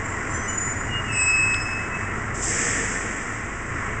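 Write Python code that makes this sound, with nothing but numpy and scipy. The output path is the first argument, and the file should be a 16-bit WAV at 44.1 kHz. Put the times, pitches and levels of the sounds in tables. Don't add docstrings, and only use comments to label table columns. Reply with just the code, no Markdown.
import sys
import numpy as np
from scipy import signal
from scipy.fft import rfft, irfft, next_fast_len
from scipy.io import wavfile
from scipy.ndimage import map_coordinates

SR = 44100
rng = np.random.default_rng(int(sys.argv[2]) if len(sys.argv) > 2 else 0)


def unload_wav(signal):
    wavfile.write(
        sys.argv[1],
        SR,
        np.round(np.clip(np.atleast_2d(signal).T, -1, 1) * 32767).astype(np.int16),
    )


N = 176400


def amp(db):
    return 10 ** (np.asarray(db) / 20)


def unit(x):
    return x / np.sqrt(np.mean(x ** 2) + 1e-20)


def clock():
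    return np.arange(N) / SR


def along(points, hz):
    pitches, values = np.transpose(points)
    return np.interp(np.log(hz + 1), np.log(pitches + 1), values)


def curves(rows):
    times, *columns = np.transpose(rows)
    return [np.interp(clock(), times, column) for column in columns]


def wobble(rate):
    t = clock()[::64]
    values = rng.standard_normal(int(N * rate / SR) + 4)
    return np.interp(clock(), t, map_coordinates(values, [t * rate]))


def filtered(x, response):
    size = next_fast_len(N + SR // 2)
    return irfft(rfft(x, size) * response(np.fft.rfftfreq(size, 1 / SR)), size)[:N]


def rush(colour):
    return unit(filtered(rng.standard_normal(N), lambda hz: amp(along(colour, hz))))


def tone(hz, rough, rate):
    flutter = 1 + rough * (wobble(rate) + 1j * wobble(rate))
    cycles = np.cumsum(hz) / SR + rng.random()
    return unit(np.real(flutter * np.exp(2j * np.pi * cycles)))


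def gate(start, end, attack, release):
    t = clock()
    rise = np.sin(np.pi / 2 * np.clip((t - start) / attack, 0, 1)) ** 2
    return rise * np.exp(-np.maximum(t - end, 0) / release)


def brake_squeal():
    # time_s, pitch_hz
    pitches = [(1.05, 2645), (1.11, 2630), (1.145, 2601), (1.19, 2590), (1.3, 2585), (1.45, 2586),
               (1.6, 2591), (1.78, 2596), (2.2, 2594)]
    # time_s, relative_db
    levels = [(1.06, -47), (1.112, -30.5), (1.14, -33), (1.2, -23.5), (1.31, -20.5), (1.545, -23),
              (1.565, -30), (1.61, -30), (1.635, -39), (1.66, -28.5), (1.712, -33), (1.785, -28.5),
              (1.836, -38), (1.868, -37), (1.89, -52), (1.925, -35), (1.965, -29.5), (1.993, -48),
              (2.02, -41), (2.1, -44)]
    # time_s, second_db, third_db, upper_db
    overtones = [(1.105, -56, -55, -58), (1.135, -46, -38, -43), (1.18, -44, -30, -36),
                 (1.235, -41, -27.5, -35), (1.305, -39.5, -34, -41), (1.335, -39.5, -42, -50),
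                 (1.385, -42, -32, -40), (1.5, -48, -39, -47), (1.55, -43, -38, -45), (1.58, -42, -52, -58),
                 (1.625, -39.5, -42, -50), (1.655, -43, -52, -58), (1.84, -58, -60, -66)]
    (hz,), (note_db,) = curves(pitches), curves(levels)
    second_db, third_db, upper_db = curves(overtones)
    pad_grip = amp(1.1 * wobble(55))
    engine_shake = 1 + .07 * tone(np.full(N, 108), rough=.6, rate=25)
    note = amp(note_db + .3) * tone(hz, rough=.11, rate=85)
    note *= gate(levels[0][0], levels[-1][0], attack=.03, release=.035)
    top_start_s, top_end_s = overtones[0][0], overtones[-1][0]
    upper_hz = 8243 - 70 * np.exp(-np.maximum(clock() - top_start_s, 0) / .025)
    high_notes = [(2 * hz, second_db), (3 * hz, third_db), (upper_hz, upper_db)]
    top = sum(amp(db + 2) * tone(pitch, rough=.15, rate=70) for pitch, db in high_notes)
    top *= gate(top_start_s, top_end_s, attack=.02, release=.04)
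    return pad_grip * engine_shake * (note + top)


def brake_chirps():
    # start_s, length_s, rise_s, fade_s, pitch_hz, starts_above_hz, level_db, roughness
    chirps = [(.03, .09, .03, .07, 7310, 40, -43, .6), (.28, .09, .06, .035, 7218, 20, -36, .4),
              (.31, .21, .03, .05, 6088, 25, -42, .2), (.34, .1, .03, .025, 3220, 0, -55, .9),
              (.47, .032, .025, .012, 7015, 0, -29.5, .15), (.52, .2, .015, .025, 7008, 0, -31, .38),
              (.566, .018, .016, .008, 6972, 0, -24.5, .15), (.75, .06, .015, .08, 7008, 0, -42, .55),
              (.58, .06, .02, .04, 7645, 0, -46, .6), (.47, .2, .02, .08, 8990, 0, -66, .5),
              (.46, .06, .03, .025, 2940, 0, -44.5, .35), (.87, .125, .08, .02, 2842, 45, -30.5, .15),
              (1.03, .12, .02, .05, 2838, 0, -40, .55), (1.09, .09, .03, .06, 2635, 0, -35, .45)]
    settle_s = .04
    out = np.zeros(N)
    for start, length, rise, fade, hz, above_hz, db, rough in chirps:
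        pitch = hz + above_hz * np.exp(-np.maximum(clock() - start, 0) / settle_s)
        out += amp(db) * tone(pitch, rough, rate=65) * gate(start, start + length, rise, fade)
    return out


def air_release():
    # start_s, rise_s, hold_until_s, fade_db_per_s, level_db
    leak = (2.333, .025, 2.82, 16, -35.7)
    jet = (2.405, .035, 2.68, 38, -27.4)
    roar = (2.35, .28, 2.76, 18.5, -27.1)
    # pitch_hz, relative_db
    hiss_colour = [(1500, -40), (2600, -16), (3400, -19.5), (3850, -24), (4200, -29.5), (4600, -20.5),
                   (5100, -11.2), (5600, -9.5), (6500, -4), (6850, -4.5), (7250, 1), (7650, 2), (7900, -2),
                   (8350, -8), (8750, -24), (9000, -42)]
    roar_colour = [(100, -32), (170, -5), (240, 2), (340, -7), (420, -9), (470, 3), (520, -8), (700, -11),
                   (1000, -14), (1450, -5), (1700, 0), (1880, 5.5), (2050, 0), (2300, -3.5), (2700, -10.5),
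                   (3400, -20), (4200, -42), (6000, -60)]
    out = np.zeros(N)
    for part, colour in [(leak, hiss_colour), (jet, hiss_colour), (roar, roar_colour)]:
        start, rise, end, fade_db_per_s, db = part
        fade_s = 20 / np.log(10) / fade_db_per_s
        out += amp(db + .5 * wobble(25)) * gate(start, end, rise, fade_s) * rush(colour)
    return out


def engine():
    # time_s, firings_per_s
    firing = [(0, 47.5), (1, 46.2), (2, 47), (4, 47.8)]
    # multiple_of_firing_rate, level_db
    throb_tones = [(.43, -42.5), (1, -41), (2.28, -45), (4.69, -51), (7.05, -52.5), (9.08, -52.5)]
    # time_s, relative_db
    boom_levels = [(0, -36), (.3, -36.5), (.34, -27.5), (.385, -28), (.43, -36), (.62, -39), (.68, -32),
                   (.82, -36), (.95, -32), (1.15, -32.5), (1.3, -35.5), (2.1, -36), (2.32, -33.5),
                   (2.45, -38), (3.05, -37), (3.65, -42), (3.72, -32), (4, -35.5)]
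    body_levels = [(0, -34), (.7, -35), (1.4, -37.3), (1.9, -35.2), (2.3, -35.8), (2.7, -34.5), (3.55, -38),
                   (3.8, -34.3), (4, -35)]
    clatter_levels = [(0, -30.8), (.8, -31), (1.5, -30.8), (2.2, -31), (2.55, -34.5), (3.1, -33),
                      (3.68, -33.2), (3.77, -29.8), (4, -31)]
    fizz_levels = [(0, -45.5), (.35, -43.3), (.7, -43.3), (1, -46.5), (1.25, -42.5), (1.7, -45.5),
                   (2.2, -47), (3.6, -51), (3.85, -45.5), (4, -48)]
    # pitch_hz, relative_db
    boom_colour = [(30, -30), (58, -20), (68, -9), (77, -2), (88, -5), (107, 1), (122, -7), (137, -5),
                   (152, -17), (220, -40), (400, -80)]
    body_colour = [(20, -4), (35, -14), (130, -5), (180, -.5), (225, 0), (300, -1.5), (400, -2.5),
                   (490, -7), (600, -9), (680, -6), (850, -10), (1100, -14), (2000, -30), (4000, -75)]
    clatter_colour = [(400, -30), (850, -11), (980, -5), (1075, .5), (1180, -3.5), (1270, -2), (1325, 0),
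                      (1400, -.5), (1620, -1.5), (1820, .5), (2000, 1), (2170, -4), (2450, -11.5),
                      (2900, -16.5), (3400, -28), (4200, -37), (5000, -52), (8000, -80)]
    fizz_colour = [(3000, -60), (4300, -24), (4700, -17), (5100, -9), (5450, -10), (5900, -7), (6700, -4.5),
                   (7300, 0), (7650, 1), (7900, -3), (8300, -7), (8650, -22), (9000, -44)]
    # pitch_hz, width_hz, relative_db
    block_rings = [(660, 25, -23), (965, 30, -20), (1100, 35, -14), (1320, 22, -14), (1362, 25, -17),
                   (1430, 20, -19), (1800, 30, -17), (1890, 35, -15), (1985, 35, -15), (2110, 25, -21)]
    firing_hz = curves(firing)[0]
    throb = sum(amp(db) * tone(k * firing_hz, rough=.25 * np.sqrt(k), rate=7) for k, db in throb_tones)
    knock = unit(1 + .11 * tone(firing_hz, rough=.6, rate=20) / np.sqrt(2))
    boom = amp(curves(boom_levels)[0] - .2) * rush(boom_colour)
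    body = amp(curves(body_levels)[0] + .4 * wobble(4)) * rush(body_colour)
    rings = sum(amp(db) * tone(np.full(N, hz), rough=2, rate=width) for hz, width, db in block_rings)
    clatter = amp(curves(clatter_levels)[0]) * unit(rush(clatter_colour) + amp(-1.5) * rings)
    fizz = amp(curves(fizz_levels)[0] + .8 * wobble(22)) * rush(fizz_colour)
    return throb + boom + body + knock * (clatter + fizz)


def overpass_echo(x):
    # pitch_hz, time_s
    echo_times = [(200, 1.4), (2500, 1.1), (8000, .7)]
    hz, t, noise = signal.stft(rng.standard_normal(SR), SR, nperseg=256)
    fade = amp(-60 * t / along(echo_times, hz)[:, None])
    tail = signal.istft(noise * fade, SR, nperseg=256)[1]
    delayed = np.pad(x, (int(.02 * SR), 0))
    return signal.fftconvolve(delayed, tail / np.linalg.norm(tail))[:N]


def recorder_click():
    start_s, pitch_hz, rise_s, fade_s = 1.544, 2850, .00008, .00025
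    t = np.maximum(clock() - start_s, 0)
    shape = np.exp(-t / fade_s) * (1 - np.exp(-t / rise_s))
    return amp(-7) * np.sin(2 * np.pi * pitch_hz * t) * shape


def scene():
    brakes = brake_squeal() + brake_chirps()
    bus = engine() + brakes + amp(-16) * overpass_echo(brakes) + air_release()
    return (bus + recorder_click())[None]


def record(dry):
    dip_hz, dip_width_hz, dip_db, top_hz = 4200, 170, -6, 9100
    dip = lambda hz: amp(dip_db * np.exp(-((hz - dip_hz) / dip_width_hz) ** 2))
    limit = lambda hz: np.clip((top_hz - hz) / 100, 0, 1)
    return filtered(dry[0], lambda hz: dip(hz) * limit(hz))[None]


dry = scene()
out = record(dry)
unload_wav(out)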